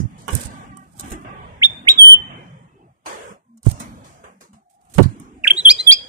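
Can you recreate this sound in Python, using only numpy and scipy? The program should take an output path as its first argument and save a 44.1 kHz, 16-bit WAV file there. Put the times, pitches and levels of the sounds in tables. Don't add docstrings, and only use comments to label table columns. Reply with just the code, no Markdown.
import sys
import numpy as np
from scipy import signal
from scipy.io import wavfile
from scipy.ndimage import uniform_filter1d

SR = 44100
rng = np.random.default_rng(int(sys.argv[2]) if len(sys.argv) > 2 else 0)


def boost_factor(decibels):
    exponent = np.asarray(decibels, float) / 20
    return 10 ** exponent


def store_pcm(level_fs):
    pcm = np.round(np.clip(level_fs, -1, 1) * 32767).astype(np.int16)
    wavfile.write(sys.argv[1], SR, np.atleast_2d(pcm).T)


N = 268480
T = np.arange(N) / SR
YARD_LAG = 17

# time in seconds, gain in dB.
GATE = [(.12, -3.5), (.28, -3), (.68, -0.5), (.92, -11), (1.03, 0), (1.6, -4.5), (2.35, -2), (2.7, -14),
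        (3.03, -23.5), (3.065, -12.5), (3.32, -6), (3.43, -29), (3.62, -24.5), (3.665, 1), (4.02, -3),
        (4.66, -34.5), (5.03, -0.5), (5.45, -7.5)]


def band(x, lo_hz, hi_hz, order=3):
    sos = signal.butter(order, [lo_hz, min(hi_hz, .45 * SR)], "band", fs=SR, output="sos")
    return signal.sosfilt(sos, x)


def unit(x):
    return x / np.sqrt(np.mean(x ** 2))


def walk(rate):
    hold = int(SR / rate)
    steps = np.repeat(rng.standard_normal(N // hold + 1), hold)
    return unit(uniform_filter1d(uniform_filter1d(steps, hold), hold)[:N])


def ring(hz, t60, length=.25):
    t = T[:int(length * SR)]
    return np.sin(2 * np.pi * hz * t) * np.exp(-np.log(1000) * t / t60)


def add(out, s, sound):
    i = int(s * SR)
    out[:, i:i + sound.shape[1]] += sound[:, :N - i]


def panned(pan_db):
    return np.array([[pan_db], [-pan_db]]) / 2


def bird():
    # time in seconds, pitch in Hz,
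    # level in dB, left minus right in dB, left lag in samples.
    whistles = [
        [(1.6145, 1500, -36, -0.5, 7), (1.619, 2050, -17, -1, 7.7), (1.627, 2190, -7.5, -5, 7.5),
         (1.633, 2950, -6, 8, 6.9), (1.6375, 3380, -3, -6, 4.5), (1.645, 3690, -4.5, -4, 3.4),
         (1.6564, 3570, -3, -5, 3.9), (1.663, 3514, -6.5, -5, 5.5), (1.67, 3530, -25.5, -5.5, 6)],
        [(1.869, 1600, -33, -8, 10), (1.873, 2100, -13, -4, 10), (1.8805, 2170, -8, -8, 9.7),
         (1.8844, 2540, -9, -14, 5.8), (1.8879, 3220, 2.5, -1.2, 9.1), (1.8929, 3630, -1.5, -3, 6.2),
         (1.906, 3840, -3, -3.3, 7.8), (1.9184, 3765, -5.5, 4.5, 5.7), (1.9298, 3730, -23.5, 2, 5.5)],
        [(1.977, 3500, -23, -7.5, 6.4), (1.9915, 3388, -2, -10, 6), (2.0184, 3162, 3.5, -2.5, 8.3),
         (2.045, 3093, 4.5, 1, 7.8), (2.073, 3043, 4, -3.5, 7.25), (2.098, 3088, 4.5, 2.5, 7.9),
         (2.12, 3106, 5.5, -4.5, 7.7), (2.137, 3014, 5.5, 2, 7.1), (2.156, 3040, -6.5, 4.5, 6.8)],
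    ]
    # time in seconds, pitch in Hz, level in dB, left minus right in dB, left lag in samples.
    flicks = [
        [(5.438, 2850, -31, -4, 1.1), (5.4415, 2675, -20, -12, 0.95), (5.4475, 2341, -10, -11, 7.6),
         (5.452, 1970, -19, 2, 5.9), (5.457, 1720, -15.5, 2, 1.8), (5.462, 1600, -28.5, 3, 3),
         (5.468, 1550, -16, -6, 1.9)],
        [(5.468, 1707, -27, 5, 2.8), (5.474, 2784, -5.5, -9, 0.67), (5.476, 3220, -6, 8.5, 6.2),
         (5.4795, 3348, 1.3, -3.5, 3.5), (5.4849, 2646, -22, -24, .7), (5.488, 2400, -21, -3, 2)],
        [(5.5, 2100, -13.5, -3.5, 2.3), (5.5025, 2495, -15, -8, 2.7), (5.5065, 3236, -1.5, 6, 5.9),
         (5.51, 3240, 1.26, -4, 2.6), (5.514, 3190, -1.5, -0.5, 5.9), (5.5185, 3150, -8.5, 2, 6.5),
         (5.523, 3120, -34, -3, 4.6)],
    ]
    # time in seconds, pitch in Hz, level in dB, left minus right in dB, left lag in samples.
    warbles = [
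        [(5.562, 3400, -40, -8, 2.8), (5.5705, 3700, -21, -5, 2.7), (5.5859, 3972, -14, 1, 2.1),
         (5.598, 3990, -15, -4.5, 2.3), (5.604, 3883, -22.5, 0, 2), (5.609, 3505, -20, -3, 2.1)],
        [(5.648, 3490, -28.5, 1, 2.1), (5.6555, 3388, 2.4, -2.5, 3.4), (5.6639, 3264, 2.5, -2, 3.1),
         (5.678, 3050, -1.5, 11, 5), (5.6914, 3300, 2, -2, 3.4), (5.6975, 4145, -9, 3, 1.7),
         (5.7035, 4620, -1.5, -3, 2.3), (5.7153, 4890, -1, -0.5, 2), (5.7248, 5100, -21.5, -13, 0.96)],
        [(5.782, 3745, -38.5, -4, -3), (5.79, 3830, -21, 0, 1.8), (5.8, 4077, -15, 1, 2),
         (5.8124, 4126, -16, 2, 0.4), (5.8259, 4070, -33.5, -3.5, -0.5)],
        [(5.866, 3439, -23.5, -6, 5.1), (5.8755, 3399, -0.5, -11, 5), (5.9035, 3202, 2.5, -6, 8.5),
         (5.9095, 3280, -2, -12, 8), (5.9125, 3600, 0, -1, 4.2), (5.9175, 4365, -5, -1, 5.8),
         (5.9244, 4746, -1, -3, 6.15), (5.9328, 4884, -3.5, 1.5, 7.3), (5.9438, 5165, -19, -8, 7.9)],
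    ]
    # half-pitch line in dB, 1.5 x line in dB, octave line in dB, rasp 0-1.
    voice = [(-33, -30, -39, 0.035), (-36, -31, -29, 0.03), (-38, -46.5, -46, 0.01), (-30, -40, -30, 0.06),
             (-22, -38, -42, 0.09), (-27.5, -40, -50, 0.08), (-27, -40, -22, 0.015),
             (-9, -19, -37.5, 0.055), (-23, -27, -28, 0.04), (-6, -23, -37, 0.05)]
    out = np.zeros((2, N))
    for note, (half_db, fifth_db, octave_db, rasp) in zip(whistles + flicks + warbles, voice):
        s, *columns = np.transpose(note)
        t = np.arange(s[0] - .002, s[-1] + .003, 1 / SR)
        smooth = max(60, len(t) // 24)
        hz, db, lean_db, lag = (uniform_filter1d(np.interp(t, s, c), size=smooth) for c in columns)
        phase = 2 * np.pi * (np.cumsum(hz) - hz * lag * np.array([[1], [0]])) / SR
        height = hz / hz.max()
        breath = unit(band(rng.standard_normal(len(t)), 100, 1400, order=2)) * (hz / 4500) ** 3
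        tone = (1 + rasp * breath) * np.sin(phase + rasp * breath)
        odd = np.sin(3 * phase / 2) + 0.15 * np.sin(5 * phase / 2)
        halves = height ** 10 * (boost_factor(half_db) * np.sin(phase / 2) + boost_factor(fifth_db) * odd)
        overtones = boost_factor(octave_db) * height ** 7 * (np.sin(2 * phase) + .2 * np.sin(3 * phase))
        fade = np.clip(np.minimum(t - t[0], t[-1] - t) / .003, 0, 1)
        level = boost_factor(db + np.array([lean_db, -lean_db]) / 2)
        add(out, t[0], (tone + halves + overtones) * fade * level)
    return out


def bounces(x):
    # delay in seconds, left level in dB, right level in dB.
    surfaces = [
        (.0075, -24.5, -22.5),
        (.013, -28, -26.5),
        (.021, -27.5, -27),
    ]
    out = 0
    for s, left_db, right_db in surfaces:
        out = out + np.roll(x, int(s * SR), axis=1) * boost_factor(np.array([[left_db], [right_db]]))
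    return out


def porch(x):
    # t60 in seconds, level in dB.
    tails = [
        (0.09, -16.5),
        (.4, -20),
        (.9, -35),
    ]
    t = T[:SR]
    onset = np.clip(t / 0.0027 - .3, 0, 1)
    out, x = [], band(x, 1700, 9500, order=2)
    for _ in range(2):
        tail = 0
        for t60, db in tails:
            fall = boost_factor(-60 * t / t60) * np.sqrt(14 / t60 / SR)
            tail = tail + boost_factor(db) * unit(rng.standard_normal(SR)) * fall
        out.append(signal.fftconvolve(x, tail * onset * np.cos(t * np.pi / 2))[:N])
    return np.array(out)


def cage():
    # start in seconds, peak in dB, pitch in Hz, decay in seconds.
    jolts = [(.001, 2.5, 150, 0.013), (0.011, -11, 100, 0.039), (.036, -14.5, 137, 0.052),
             (0.026, -9, 112, 0.032), (0.045, -12, 115, 0.026), (0.0518, -6, 106, 0.032),
             (0.326, -9.5, 70.2, 0.07), (0.34, -12.5, 90, 0.098), (.352, -6.5, 130, 0.018),
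             (0.359, -6.5, 119, 0.026), (0.45, -21, 70, 0.079), (3.643, -30.5, 89, 0.065),
             (3.665, 7, 115.2, 0.036), (3.68, 8.5, 68.4, 0.025), (3.712, -19, 106, 0.066),
             (3.737, -20, 91.5, 0.029), (4.958, -25, 79.3, 0.13), (4.977, -4, 106, 0.031),
             (4.985, 24, 171, 0.017), (4.995, 5.5, 316.6, 0.019), (5.003, 2.5, 348.3, 0.022),
             (4.992, -3, 530, 0.022), (5.0, -12.5, 747, 0.019), (5.006, 9.5, 128, 0.017),
             (5.015, 16, 117, 0.014), (5.024, -8, 151, 0.024), (5.034, 4, 102, 0.017),
             (5.042, -5.5, 90, 0.031), (5.0562, 4.5, 112, 0.0256), (5.066, -13, 121, 0.031),
             (5.079, -17.5, 108, 0.089)]
    # start in seconds, peak in dB, pitch in Hz,
    # decay in seconds.
    thuds = [
        (4.956, -28, 66, 0.12),
        (5.032, -23, 190, 0.066),
        (5.044, -25, 130, 0.055),
    ]
    # start in seconds, peak in dB, left minus right in dB, woody part in dB.
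    ticks = [(0.1104, -50, -9, -13), (0.18, -38, -1, -36), (0.2196, -35, -17, -40), (0.281, -20, -14.5, -1),
             (0.29, -36, -12, 12), (0.352, -10.5, -31, -40), (0.7716, -26.5, -16, -21),
             (0.997, -10, 3, -39), (1.0084, -18.5, -15, -24), (1.1187, -18, 2.5, -34),
             (3.0538, -41, -11, -7), (3.574, -36, 2.5, -27), (3.6313, -33, -18, -27),
             (3.6568, -37, -15, -2), (3.809, -22.5, -5, -41), (4.41, -36.5, -3, -20),
             (4.532, -43, -6, -8.5), (4.9483, -37, -11.5, -16), (4.983, -26.5, -37, 0.5),
             (5.029, -18, 1.5, -31), (5.1997, -24, 0.5, -22)]
    # pitch in Hz, level in dB, t60 in seconds.
    bamboo = [(925, 1, 0.06), (1122, 9.5, 0.097), (1377, 6.5, 0.048), (2056, -1, 0.0147), (2920, 2.5, 0.09)]
    # pitch in Hz, level in dB, t60 in seconds.
    port_hz, port_db, port_t60 = (8500, -3.5, 0.022)
    jolt_left_db = -50
    out = np.zeros((2, N))
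    t = T[:SR // 4]
    for s, db, hz, t60 in jolts:
        sway = ring(hz, 1.27 * t60) * np.clip(t * hz * 2.12, 0, 1) ** 2
        swing = sway + 0.0307 * ring(3.5 * hz, 0.51 * t60)
        add(out, s, boost_factor(db) * 2.0 * swing * boost_factor(np.array([[jolt_left_db], [0]])))
    for s, db, hz, t60 in thuds:
        add(out, s, boost_factor(db) * ring(hz, t60) * np.ones((2, 1)))
    for s, db, pan_db, wood_db in ticks:
        grit = rng.standard_normal((2, SR // 4))
        crack = band(grit * boost_factor(-60 * t / 0.0092), 6000, 15000, order=3) * 0.3
        crack[1] += boost_factor(port_db) * ring(port_hz, port_t60) * 0.065
        wood = 0
        for k, (hz, mode_db, t60) in enumerate(bamboo):
            detune = 1 + 0.016 * grit[0, k]
            wood = wood + boost_factor(mode_db) * ring(hz * detune, t60) * 0.16
        add(out, s, boost_factor(db + panned(pan_db)) * (crack + boost_factor(wood_db) * wood))
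    return out


def feathers():
    # start in seconds, end in seconds, level in dB, left minus right in dB.
    rustles = [(0.3, 0.485, -39, -5.5), (0.977, 1.013, -52.5, -15), (1.033, 1.16, -48.5, -1.5),
               (3.646, 3.739, -43, -4), (3.793, 3.838, -46, -13.5), (4.935, 5.047, -50.5, -10.5),
               (0.953, 1.037, -65, -18), (0.777, 0.995, -72.5, -15), (1.15, 1.26, -66, -2),
               (4.693, 4.778, -70, -7), (4.805, 4.911, -74, -10.5), (4.895, 4.961, -59.5, -5)]
    grains = band(rng.standard_normal((2, N)) * boost_factor(3.5 * walk(260)), 2236, 15000, order=1)
    out = 0
    for start, end, db, pan_db in rustles:
        swell = np.clip(np.minimum((T - start) / 0.0065, (end - T) / 0.034), 0, 1)
        out = out + swell * boost_factor(db + panned(pan_db))
    return out * unit(grains)


def lag_at(hz):
    return 3 if hz < 400 else YARD_LAG


def far():
    # start in seconds, end in seconds, pitch in Hz, level in dB.
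    swells = [
        (.3, .46, 365, -54),
        (.46, .88, 385, -51),
        (.98, 1.22, 390, -48),
        (1.24, 1.47, 383, -48),
    ]
    # frequency in Hz, level in dB.
    throat = [(385, -11), (770, -4), (1150, 3), (1550, -7), (1950, -10), (2300, -18), (3100, -22)]
    # start in seconds, end in seconds, centre in Hz, width in Hz,
    # level in dB.
    house = [(3.45, 3.62, 228, 20, -59), (3.42, 3.55, 1045, 50, -71), (4.25, 4.42, 205, 40, -58),
             (4.48, 4.61, 200, 50, -55), (4.08, 4.34, 700, 90, -59), (5.1, 5.4, 330, 150, -53),
             (2.7, 2.95, 130, 80, -60), (3.42, 3.62, 110, 90, -72), (4.55, 4.97, 750, 110, -65),
             (5.5, 5.6, 370, 60, -46), (1.1, 1.2, 335, 60, -43), (2.1, 2.68, 150, 60, -49),
             (2.78, 2.93, 750, 300, -60), (2.72, 2.9, 340, 160, -60), (5.36, 5.48, 680, 120, -57),
             (3.85, 4.08, 520, 200, -56), (4.4, 4.47, 960, 60, -62), (4.52, 4.6, 700, 50, -63),
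             (2.29, 2.5, 2400, 120, -62), (2.29, 2.45, 2120, 120, -62), (2.65, 2.88, 2620, 160, -78),
             (2.75, 2.84, 3030, 120, -75)]
    crow_left_db, hoarse_db = -4, 4.5
    crow, hums = np.zeros((2, N)), np.zeros((2, N))
    wobble = .012 * walk(80) + .014 * walk(9)
    throat_hz, throat_db = np.transpose(throat)
    waver = [boost_factor(hoarse_db * np.array([walk(90), walk(90)])) for _ in range(9)]
    for start, end, hz, db in swells:
        phase = 2 * np.pi * np.cumsum(hz * (1 + wobble)) / SR
        stack = 0
        for k in range(1, 9):
            stack = stack + boost_factor(np.interp(k * hz, throat_hz, throat_db)) * waver[k] * np.sin(k * phase)
        arch = abs(np.sin(np.pi * np.clip((T - start) / (end - start), 0, 1))) ** .6
        crow += stack * boost_factor(db) * arch
    for start, end, hz, width, db in house:
        swell = np.clip(np.minimum(T - start, end - T) / .03, 0, 1)
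        noise = band(rng.standard_normal(N), hz - width / 2, hz + width / 2, order=2)
        hum = boost_factor(db) * swell * unit(noise)
        hums += [np.roll(hum, lag_at(hz)), hum]
    return hums + [boost_factor(crow_left_db) * np.roll(crow[0], YARD_LAG), crow[1]]


def activity():
    # murmur in dB, share of the gate, decay of a stir as a share of its t60.
    murmur = [
        (-45, 1.28, 0.63),
        (-53, 1.015, 0.75),
        (-60, 1.07, 0.62),
        (-69, 1.053, 0.5),
    ]
    # start in seconds, level in dB, t60 in seconds, rumble in dB and
    # hiss in dB, both relative.
    stirs = [(.001, -40.5, 0.28, 13.5, -4), (.185, -60, 3.1, 12, 5), (0.285, -28, 0.36, -5.5, -9.5),
             (0.331, -37, 1.9, -4, -9), (0.997, -45.5, 0.18, -16, 11.5), (1.033, -44, 1.8, -5, -16.5),
             (1.118, -35.5, 0.32, 7.5, -7.5), (1.7, -44, 1.4, -25, -15), (1.849, -43, 7.3, -33, -28),
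             (2.3, -45, 3, -17.5, -44), (3.061, -22.5, 1.09, -23, -5.5), (3.075, -36, 1.6, -5, -30),
             (3.578, -43, 0.068, -12, 9), (3.633, -47, 0.1, 3, 11), (3.663, -50.5, 3, -13, -0.5),
             (3.803, -38.5, 0.61, -1.5, -5), (4.044, -49, 6.9, -5, -2), (4.24, -33.5, 0.81, -6, -10.5),
             (4.41, -27, 0.56, -2, -1), (4.533, -30.5, 0.61, 11.5, -4.5), (4.949, -43.5, 1.16, -5, -0.5),
             (5.031, -34, 0.17, -4, -3), (5.199, -58, 0.71, 21, 3), (5.446, -40, 7.4, -29, -4.5),
             (.111, -61, 0.356, 21, -14), (1.248, -42, 4.1, -6, -33), (1.43, -53.5, 3.6, 10, -50.5),
             (.5, -57.5, 1.5, 10, -2.5)]
    rise_s, scrape_db = 0.0043, -3.5
    t = T[::64]
    s, db, t60, rumble_db, hiss_db = np.transpose(stirs)[:, :, None]
    gate_db, levels = np.interp(t, *np.transpose(GATE)), []
    for tint_db, (murmur_db, share, pace) in zip((rumble_db, 0, scrape_db, hiss_db), murmur):
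        fall_db = np.where(t < s, 30 * (t - s) / rise_s, -60 * (t - s) / (pace * abs(t60)))
        power = boost_factor(murmur_db) ** 2 + (boost_factor(db + tint_db + fall_db) ** 2).sum(axis=0)
        levels.append(np.interp(T, t, np.sqrt(power) * boost_factor(share * gate_db)))
    return levels


def yard():
    # low edge in Hz, high edge in Hz, right minus left in dB, likeness of the ports 0-1,
    # slope in dB per octave.
    layers = [
        (44, 294, 1, 0.79, 0),
        (303, 1350, 1.5, 0.74, -1.5),
        (1450, 3540, 0, 0.1, -8),
        (3600, 17000, -1, 0.4, -4),
    ]
    flicker_db = 2.6
    out = 0
    for level, (lo_hz, hi_hz, right_db, like, slope_db) in zip(activity(), layers):
        edges = np.geomspace(lo_hz, hi_hz, num=6)
        like, layer = np.clip(like, 0, 1), 0
        for a, b in zip(edges, edges[1:]):
            same, left, right = (unit(band(rng.standard_normal(N), a, b, order=2)) for _ in range(3))
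            shared = np.array([np.roll(same, lag_at(a)), same])
            pair = np.sqrt(like) * shared + np.sqrt(1 - like) * np.array([left, right])
            tilt_db = slope_db * np.log2(a / lo_hz) - 14.0 * max(np.log2(b / 10000), 0)
            layer = layer + pair * np.sqrt(b - a) * boost_factor(tilt_db + flicker_db * walk(12))
        out = out + unit(layer) * level * boost_factor(np.array([[0], [right_db]]))
    return out


def suppress(x):
    contrast = 1.3
    z = signal.stft(x, SR, nperseg=1024)[2]
    power = abs(z) ** 2 + 1e-20
    z = z * np.minimum(power / uniform_filter1d(power, size=12, axis=1), 2) ** (contrast / 2)
    return signal.istft(z, SR)[1][:, :N]


def starve(x):
    dropped, drop_hz, faint_db = .23, 2400, -55
    thin_hz, top_hz = 4500, 15650
    hz, _, z = signal.stft(x, SR, nperseg=1024)
    strip = (26 * np.log(hz / 2000 + 1)).astype(int)
    luck = rng.standard_normal((3, strip[-1] + 1, z.shape[2]))
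    luck = uniform_filter1d(luck[2] + .3 * luck[:2], size=7, axis=2)[:, strip]
    size = uniform_filter1d(abs(z), size=9, axis=1) + 1e-9
    prominence = np.log(size / uniform_filter1d(size, size=120, axis=1))
    thin = .45 * np.exp(-((hz - thin_hz) / 1500) ** 2) + np.clip(hz / 9000 - 1, 0, 1)
    luck = luck + .3 * prominence - thin[:, None]
    unlucky = luck < np.quantile(luck[:, hz < top_hz], dropped)
    poor = unlucky & (hz > drop_hz)[:, None] | (hz > top_hz)[:, None]
    return signal.istft(np.where(poor & (size < boost_factor(faint_db)), 0, z), SR)[1][:, :N]


def scene():
    tail_flutter_db, tail_gate = 1.2, .2
    song = bird()
    echoes = porch(song.mean(axis=0) / 2 + song[1] / 2)
    echoes = echoes * boost_factor(tail_flutter_db * np.array([walk(60), walk(60)]))
    echoes = echoes * boost_factor(tail_gate * np.interp(T, *np.transpose(GATE)))
    hiss = boost_factor(-86.5) * rng.standard_normal((2, N))
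    faint = yard() + far() + echoes + hiss
    return song + bounces(song) + cage() + feathers() + suppress(faint)


def roll_off(x):
    return signal.sosfilt(signal.butter(12, 16470, fs=SR, output="sos"), x)


def record(dry):
    # centre in Hz, width in Hz, lift in dB.
    ports = [
        (6660, 470, 8.8),
        (8620, 1100, 11.1),
    ]
    # low edge in Hz, high edge in Hz, share removed 0-1.
    lo_hz, hi_hz, removed = (15000, 19000, 0.77)
    lifted = []
    for x, (hz, width, db) in zip(dry, ports):
        lifted.append(x + (boost_factor(db) - 1) * band(x, hz - width / 2, hz + width / 2, order=1))
    clipped = np.clip(lifted, -1, 1)
    sos = signal.butter(2, (lo_hz, hi_hz), "band", fs=SR, output="sos")
    mix = starve(clipped - removed * signal.sosfiltfilt(sos, clipped))
    return roll_off(mix)


dry = scene()
out = record(dry)
store_pcm(out)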